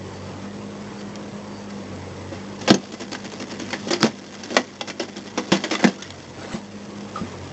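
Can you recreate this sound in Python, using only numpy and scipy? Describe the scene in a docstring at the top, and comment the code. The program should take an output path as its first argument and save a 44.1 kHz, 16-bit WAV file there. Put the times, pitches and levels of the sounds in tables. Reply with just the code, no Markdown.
"""In a wet trench a bursting head is pulled through a buried concrete pipe while a rig's engine drones nearby.
The engine is a sum of firing orders plus pulsing noise; thin squeaks are narrow-band noise.
The wall crunches as surges of filtered grains, and breaks as decaying avalanches that thud into the soil.
Clods then drop into muddy water: bursts of spatter and damped air pockets of rising pitch.
The recorder's gain control ducks after loud cracks."""
import sys
import numpy as np
from scipy import signal
from scipy.fft import rfft, irfft, next_fast_len
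from scipy.io import wavfile
from scipy.ndimage import uniform_filter1d, map_coordinates

SR = 44100
rng = np.random.default_rng(int(sys.argv[2]) if len(sys.argv) > 2 else 0)


def inscribe(sig):
    """Save sig as 16-bit PCM at rate SR to the path in sys.argv[1].

    A 1-D sig is mono; a 2-D sig holds one channel per row.
    Samples are clipped to [-1, 1] before scaling.
    """
    pcm = np.round(np.clip(np.atleast_2d(sig).T, -1, 1) * 32767)
    wavfile.write(sys.argv[1], SR, pcm.astype(np.int16))


N = 331660
TIME = np.arange(N) / SR
TOP_HZ = 8050  # upper edge of the audible band

# Steady grinding of the strained wall. Each row: time in seconds, relative grit level in dB.
STRAIN_LEVEL = [(2.5, -49), (2.65, -41.5), (3.0, -39.5), (3.9, -41), (4.5, -39), (4.7, -41), (5.301, -44),
                (5.699, -33), (6.3, -42), (6.6, -46.5)]
# Spectrum of shifting earth. Each row: frequency in Hz, relative density in dB per Hz.
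SOIL_SPECTRUM = [(30, -34), (90, -18), (150, -10.5), (250, 3), (400, -2.5), (650, -9.5), (1300, -28.5),
                 (4000, -51.5)]


def amp(db):
    """Logarithmic level law: decibels to amplitude gain."""
    return 10 ** (np.asarray(db) / 20)


def unit(x):
    """Power normalisation: scale to rms 1."""
    return x / np.sqrt(np.mean(x ** 2) + 1e-20)


def along(points, hz):
    """Log-frequency interpolation of (Hz, value) points."""
    f, v = np.transpose(points)
    return np.interp(np.log(hz + 1), np.log(f), v)


def curves(rows):
    """Linear interpolation in time: one curve for each column after the time."""
    s, *columns = np.transpose(rows)
    return [np.interp(TIME, s, column) for column in columns]


def wobble(rate):
    """Band-limited random modulation: a smooth curve through rate random knots a second."""
    knots = rng.standard_normal(int(N * rate / SR) + 4)
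    return map_coordinates(knots, [TIME * rate])


def filtered(x, response):
    """Zero-phase filtering: multiply the spectrum by a response of frequency."""
    m = next_fast_len(N + SR // 2)
    return irfft(rfft(x, m) * response(np.fft.rfftfreq(m, 1 / SR)), m)[:N]


def body(x, gain, size=4096):
    """Minimum-phase filtering: a causal impulse response of unit energy, shaped by gain of frequency."""
    cepstrum = irfft(np.log(gain(np.fft.rfftfreq(size, 1 / SR)) + 1e-6))
    # folding the cepstrum onto positive times makes the response causal
    cepstrum[1:size // 2] *= 2
    cepstrum[size // 2 + 1:] = 0
    impulse = irfft(np.exp(rfft(cepstrum)))
    return signal.fftconvolve(x, impulse / np.linalg.norm(impulse))[:N]


def add(track, s, sound):
    """Superposition: mix a sound into the track at time s in seconds."""
    part = track[round(s * SR):][:len(sound)]
    part += sound[:len(part)]


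def grains(rate, spread_db):
    """Shot noise: on average rate random impulses a second, of uneven size, overall rms 1."""
    sizes = amp(spread_db * np.clip(rng.standard_normal(N), -2, 2))
    signs = rng.choice([-1, 1], N)
    return unit(sizes * signs * (rng.random(N) < rate / SR))


def swell(s, spread):
    """Gaussian envelope: a bell around time s with a standard deviation in seconds."""
    return np.exp(-.5 * ((TIME - s) / spread) ** 2)


def ring(hz, t60, attack, glide=0):
    """Damped mode: a sinusoid decaying 60 dB in t60; its pitch rises by twice the share glide each second."""
    t = np.arange(SR // 5) / SR
    envelope = amp(-60 * t / t60) * (1 - np.exp(-t / attack))
    return envelope * np.sin(2 * np.pi * hz * t * (1 + glide * t))


def patchy(x, depth_db, size=256):
    """Random spectral modulation: passing fragments differ in size, so the colour keeps shifting."""
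    z = signal.stft(x, nperseg=size)[2]
    field = uniform_filter1d(rng.standard_normal(z.shape), 3, axis=0)
    field = uniform_filter1d(field, 5, axis=1)
    return signal.istft(z * amp(depth_db * unit(field)), nperseg=size)[1][:N]


def sag():
    """Speed droop: Hz by which hydraulic load drags the firing rate below its governed value."""
    # Spells of load. Each row: start in seconds, end in seconds (midpoints of the slopes), sag in Hz.
    loads = [(-.5, .45, 3.04), (1.86, 2.41, 4.07), (2.5, 5.544, 0.96), (6.079, 6.421, 6.6), (7.199, 8, 4.8)]
    slow_s, recover_s = 0.121, 0.07  # time scales of the two slopes
    total = np.zeros(N)
    for start, end, hz in loads:
        loaded = (1 + np.tanh((TIME - start) / slow_s)) / 2
        unreleased = (1 - np.tanh((TIME - end) / recover_s)) / 2
        total += hz * loaded * unreleased
    return total


def engine(governed_hz=50.9, noise_db=-39.0, labour_db_per_hz=0.36, flutter_db=1.77, blur=0.58, beat=0.1):
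    """Source and filter: firing orders slide over silencer resonances; noise pulses at twice the firing rate."""
    # What the silencer passes of each order. Each row: frequency in Hz, rms level in dB before flutter and gain.
    silencer = [(50, -62), (87, -45.5), (95, -39.5), (103, -49.5), (138, -44), (153, -53.5), (180, -53.5),
                (191, -43), (203, -37), (235, -54), (300, -51), (400, -55), (490, -49.5), (560, -55),
                (750, -61)]
    # Spectrum of fan and pump noise. Each row: frequency in Hz, relative density in dB per Hz.
    machinery = [(25, -30.5), (65, -20), (110, -3.5), (170, -4), (250, -5.5), (480, -7), (680, -13.5),
                 (930, -9.5), (1500, -19.5), (1900, -19), (2550, -23.5), (4600, -29.5), (6200, -29.5),
                 (7900, -31)]
    # Overall gain of the engine. Each row: time in seconds, gain in dB.
    engine_gain = [(0, 0.5), (3.8, -1), (4.4, -3), (5.3, -5), (6.1, -1), (7.5, -1.5)]
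    load = sag()
    rate = governed_hz - load
    jitter = 1 + 0.00293 * wobble(25)
    phase = 2 * np.pi * np.cumsum(rate * jitter) / SR
    tone = np.zeros(N)
    for k in range(1, 15):
        wander = blur * (k / 8) ** 2 * wobble(30)  # uneven firings blur the high orders
        level = along(silencer, k * rate) + flutter_db * wobble(16)
        tone += np.sqrt(2) * amp(level) * np.sin(k * phase + rng.uniform(0, 2 * np.pi) + wander)
    clatter = rng.standard_normal(N) * (1 + beat * np.sin(2 * phase)) * amp(.7 * wobble(30))
    clatter = patchy(clatter, depth_db=2.0, size=1024)
    noise = unit(filtered(clatter, lambda hz: amp(along(machinery, hz))))
    # the machinery grows louder as the engine sags
    noise = amp(noise_db + labour_db_per_hz * load) * noise
    gain_db, = curves(engine_gain)
    return amp(gain_db) * (tone + noise)


def squeaks(hz=4600, width_hz=220):
    """Narrow-band noise: thin, high squeaks swell faintly around one resonance."""
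    # Each row: centre in seconds, standard deviation in seconds, peak rms level in dB.
    squeak_events = [(.18, 0.098, -55), (0.999, 0.0093, -43.5), (1.58, 0.056, -53.5)]
    hiss = rng.standard_normal(N)
    band = unit(filtered(hiss, lambda f: 1 / (1 + (2 * (f - hz) / width_hz) ** 2)))
    return band * sum(amp(db) * swell(s, spread) for s, spread, db in squeak_events)


def concrete(hz):
    """Resonant radiation: the broad colour of grit is lifted by the modes of the pipe wall."""
    # Spectrum of crumbling concrete. Each row: frequency in Hz, relative density in dB per Hz.
    crumble_spectrum = [(100, -25.5), (350, 0), (750, 7), (1100, 2), (2400, -1.5), (4000, -5), (5200, -1),
                        (7000, -5.5), (8000, -14)]
    # Resonances of the pipe wall. Each row: frequency in Hz, width in Hz, height in dB.
    wall_modes = [(1594, 100, -0.5), (1990, 320, -1.5), (2750, 150, -4), (3354, 460, 0), (4450, 210, -5),
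                  (5500, 20, -13), (6290, 25, -17.5)]
    peaks = sum(amp(db) / (1 + (2 * (hz - f) / width) ** 2) for f, width, db in wall_modes)
    return amp(along(crumble_spectrum, hz)) * (1 + peaks) / (1 + (hz / TOP_HZ) ** 20)


def slip(s, attack_s=0.0039, hold_s=0.024, release_s=0.011):
    """Stick-slip envelope: a linear attack from time s, then exponential release once hold_s has passed."""
    t = np.maximum(TIME - s, 0)
    release = np.exp(-np.clip(t - hold_s, 0, 1) / release_s)
    return np.minimum(t / attack_s, 1) * release


def chips(level, count=520, pitch_hz=3800, cycles=14, spread_db=4):
    """Modal ringing: flakes tick off, each at its own pitch, as strongly as the wall is grinding."""
    out = np.zeros(N)
    for s in rng.uniform(STRAIN_LEVEL[0][0], STRAIN_LEVEL[-1][0], count):
        hz = np.clip(pitch_hz * np.exp(.5 * rng.standard_normal()), 1000, 7600)
        size = amp(spread_db * np.clip(rng.standard_normal(), -2, 1.6))
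        add(out, s, level[round(s * SR)] * size * ring(hz, cycles / hz, attack=0.00011))
    return out


def grinding(grit_db=-1, chip_db=2, surge_earth_db=1.5):
    """Stick-slip friction: shards rub under strain, in surges that also push the earth aside."""
    # The wall sticks and slips. Each row: start in seconds, relative level of the crunch in dB.
    crunches = [(.99, -46.5), (2.607, -37.5), (2.819, -38), (2.917, -32.5), (2.996, -28), (3.116, -27.5),
                (3.239, -31), (3.315, -33), (3.409, -35.5), (3.501, -34), (3.595, -31.5), (3.866, -31),
                (4.003, -28), (4.05, -26.5), (4.44, -38), (4.502, -28.5), (4.534, -30), (4.584, -31),
                (4.872, -30.5), (5.018, -32.5), (5.076, -38), (5.158, -33.5), (5.255, -38.5), (5.545, -28),
                (5.72, -25.5), (6.005, -40)]
    # envelopes of power
    steady = amp(curves(STRAIN_LEVEL)[0]) ** 2
    surges = sum((amp(db) * slip(s)) ** 2 for s, db in crunches)
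    grit = steady + surges
    earth = steady + amp(surge_earth_db) ** 2 * surges
    slips = unit(patchy(grains(rate=3000, spread_db=6.5), depth_db=2.0))
    rubbing = np.sqrt(grit) * slips * amp(1.8 * wobble(150))
    shards = body(rubbing, lambda hz: concrete(hz) * (1 + hz / 9000))
    pushing = np.sqrt(earth) * grains(rate=900, spread_db=0.0)
    soil = body(pushing, lambda hz: amp(along(SOIL_SPECTRUM, hz)))
    return amp(grit_db) * shards + soil + amp(chip_db) * chips(np.sqrt(grit))


def thud_pitch(thud_db, light_hz=326.3, heavy_hz=196.7, middle_db=-9, range_db=2.5):
    """Inertia: the harder the thud, the heavier the piece and the lower its pitch."""
    heavy = (1 + np.tanh((thud_db - middle_db) / range_db)) / 2
    return light_hz + heavy * (heavy_hz - light_hz)


def fractures(snap_db=16, heave_db=-2, rumble_db=-8, rumble_t60=0.13, split_hz=2800):
    """Brittle failure: a snap leads an avalanche of small cracks while the pipe thuds against the soil."""
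    # Each row: time in seconds, relative crack level in dB, gain in dB of the treble above split_hz,
    # t60 of the crumbling in seconds, relative thud level in dB.
    cracks = [(1.156, -31, 8.5, 0.017, -65.5), (1.699, -37, 4, .04, -64.5),
              (2.316, -32.5, -22.5, 0.39, -23), (2.676, -14, 1, 0.13, -14), (2.685, -19.5, -1, 0.055, -18),
              (2.7034, -5, 0.5, 0.034, -0.5), (2.741, -20.5, 9.5, 0.045, -14.5),
              (3.149, -18.5, -5, 0.035, -40.5), (3.399, -30, 8, 0.06, -21),
              (3.704, -28.5, 4.5, 0.06, -39.5), (3.729, -19.5, -4, 0.097, -21.5),
              (3.905, -25, 8.5, 0.14, -14), (3.929, -18, -4, 0.12, -18.5), (4.0297, -2.5, 2.5, 0.011, -3),
              (4.039, -14.5, -4.5, 0.14, -11.5), (4.434, -31.5, 12.5, 0.041, -45),
              (4.5663, 1, -5.5, 0.048, -11), (4.810, -13.5, 0, 0.04, -23.5), (4.899, -16, -6, 0.052, -30),
              (4.997, -21, 4, 0.1, -14), (5.375, -14.5, -5, 0.09, -13.5), (5.5182, -8, -6, .13, -4),
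              (5.638, -15.5, 1, 0.089, -14.5), (5.71, -16, 2, 0.11, -12.5),
              (5.751, -12.5, -2, 0.037, -28.5), (5.792, -18.5, -12, 0.14, -24), (5.826, -21, -2, .08, -16),
              (5.8409, -4, -5.5, 0.06, -1), (5.872, -22.5, 7.5, 0.088, -12),
              (6.022, -28.5, 13.5, 0.05, -50), (6.1043, -26, 12.5, 0.019, -45)]
    # A broken section heaving in its bed of soil. Each row: multiple of the thud pitch,
    # relative level in dB, t60 in seconds.
    bed_modes = [(.78, -6, 0.12), (1, -2.5, 0.14), (1.249, -7.5, 0.12), (1.65, -0.5, .08),
                 (2.45, -11, 0.069), (3.601, -8, 0.054)]
    # Single shards ringing as they spring free. Each row: time in seconds, pitch in Hz,
    # level in dB, t60 in seconds.
    springing_shards = [(2.743, 6370, -16.5, 0.052), (3.935, 4900, -7, 0.015), (4.012, 4900, -13, 0.015),
                        (4.535, 5100, -41.5, 0.031), (4.996, 5200, -17.5, 0.022),
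                        (5.751, 1185, -15.5, 0.069), (5.753, 3500, -16.5, 0.034),
                        (5.754, 1980, -15.5, 0.03)]
    rise_share = 0.0032  # rise time of a 0 dB avalanche as a share of its t60
    suddenness = 0.56  # how much faster a hard crack builds than a weak one, dB per dB
    t = np.arange(SR // 3) / SR
    crumbs, earth, modes = np.zeros((3, N))
    avalanche = unit(patchy(grains(rate=10000, spread_db=0.5), depth_db=3.0))
    for s, db, treble_db, t60, thud_db in cracks:
        rise = rise_share * t60 / amp(suddenness * db)
        growth = 1 - np.exp(-(t + 1 / SR) / rise)
        burst = amp(-60 * t / t60) * avalanche[round(s * SR):][:len(t)]
        burst[0] += amp(snap_db)
        burst *= growth
        dull = signal.lfilter(*signal.butter(1, split_hz, fs=SR), burst)
        treble = burst - dull
        add(crumbs, s, amp(db) * (dull + amp(treble_db) * treble))
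        rumble_decay = amp(thud_db + rumble_db - 60 * t / rumble_t60)
        add(earth, s, rumble_decay * (1 - np.exp(-t / 0.003)))
        for multiple, level_db, life in bed_modes:
            # every piece sits differently in the soil, so its modes shift a little
            hz = thud_pitch(thud_db) * multiple * (1 + 0.048 * rng.standard_normal())
            push = amp(thud_db + heave_db + level_db) * rng.choice([-1, 1])
            add(modes, s, push * ring(hz, life, attack=0.0027))
    for s, hz, db, t60 in springing_shards:
        add(modes, s, amp(db) * ring(hz, t60, attack=0.0004))
    rumble = body(earth * rng.standard_normal(N), lambda hz: amp(along(SOIL_SPECTRUM, hz)))
    return body(crumbs, concrete) + modes + rumble


def puddle(drops_db=-40, drop_hz=1500, count=26):
    """Bubble resonance: sloshing water traps air pockets of rising pitch; spray falls back as drips."""
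    # Sloshing of the water. Each row: centre in seconds, standard deviation in seconds, relative level in dB.
    splashes = [(6.12, 0.15, -41), (6.437, 0.046, -32), (6.542, 0.03, -28.5), (7.174, 0.025, -36.5),
                (7.249, 0.048, -42.5)]
    # Spectrum of the spatter. Each row: frequency in Hz, relative density in dB per Hz.
    water_spectrum = [(60, -35.5), (250, 1), (600, -1), (1300, -8), (2500, -13), (8000, -19.5)]
    # Air pockets of falling clods. Each row: time in seconds, starting pitch in Hz, level in dB, t60 in seconds.
    plops = [(5.992, 1376, -30.5, .1), (6.048, 1900, -24, 0.037), (6.135, 690, -30, 0.059),
             (6.444, 478, -21, .05), (6.537, 136, -18, 0.08), (6.541, 204, -11.5, 0.076),
             (7.158, 1270, -14, 0.032), (7.175, 1175, -22.5, 0.089), (7.213, 184, -15, 0.079),
             (7.233, 240, -17.5, 0.043)]
    slosh = sum(amp(db) * swell(s, spread) for s, spread, db in splashes)
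    spatter = unit(patchy(grains(rate=3500, spread_db=4.5), depth_db=3.5, size=512))
    water = body(slosh * spatter, lambda hz: amp(along(water_spectrum, hz)))
    for s, hz, db, t60 in plops:
        add(water, s, amp(db) * ring(hz, t60, attack=0.0016, glide=0.95))
    for s in rng.uniform(5.95, 6.55, count):
        hz = min(drop_hz * np.exp(.5 * rng.standard_normal()), 5000)
        size = amp(drops_db + 3 * rng.standard_normal())
        add(water, s, size * ring(hz, 40 / hz, attack=.001, glide=2.5))
    return water


def trench(x, t60=0.16):
    """Reverberation: close earth walls answer with a short, dull tail of decaying noise."""
    t = np.arange(SR // 4) / SR
    dull = signal.lfilter(*signal.butter(1, 4000, fs=SR), rng.standard_normal(len(t)))
    tail = dull * amp(-60 * t / t60) * (t > .004)  # silent for the first 4 ms
    echo_gain = amp(-10) / 2
    return x + echo_gain * signal.fftconvolve(x, tail / np.linalg.norm(tail))[:N]


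def scene(cut_hz=125):
    """Radiation and superposition: small pieces radiate little deep bass; engine and squeaks stay dry."""
    bass_cut = signal.butter(2, cut_hz, "high", fs=SR, output="sos")
    pipe = signal.sosfilt(bass_cut, fractures() + grinding())
    return (trench(pipe + puddle()) + engine() + squeaks())[None]


def lag(x, seconds):
    """First-order relaxation: one-pole smoothing with a time constant in seconds."""
    keep = np.exp(-1 / (seconds * SR))
    return signal.lfilter([1 - keep], [1, -keep], x)


def record(dry, threshold_db=-26, squeeze=0.4, recovery=8):
    """Level-dependent gain: loud cracks duck it, it recovers in dB a second; peaks clip, the band is narrow."""
    x = dry[0]
    level_db = 10 * np.log10(lag(x ** 2, 0.015) + 1e-12)
    over = squeeze * np.maximum(level_db - threshold_db, 0)
    # the reduction holds its peaks and falls from them at the recovery rate
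    duck = np.maximum.accumulate(over + recovery * TIME) - recovery * TIME
    x = np.clip(x * amp(-lag(duck, 0.11)), -1, 1)
    return filtered(x, lambda hz: np.clip((TOP_HZ - hz) / 300 + .5, 0, 1))[None]


dry = scene()
out = record(dry)
inscribe(out)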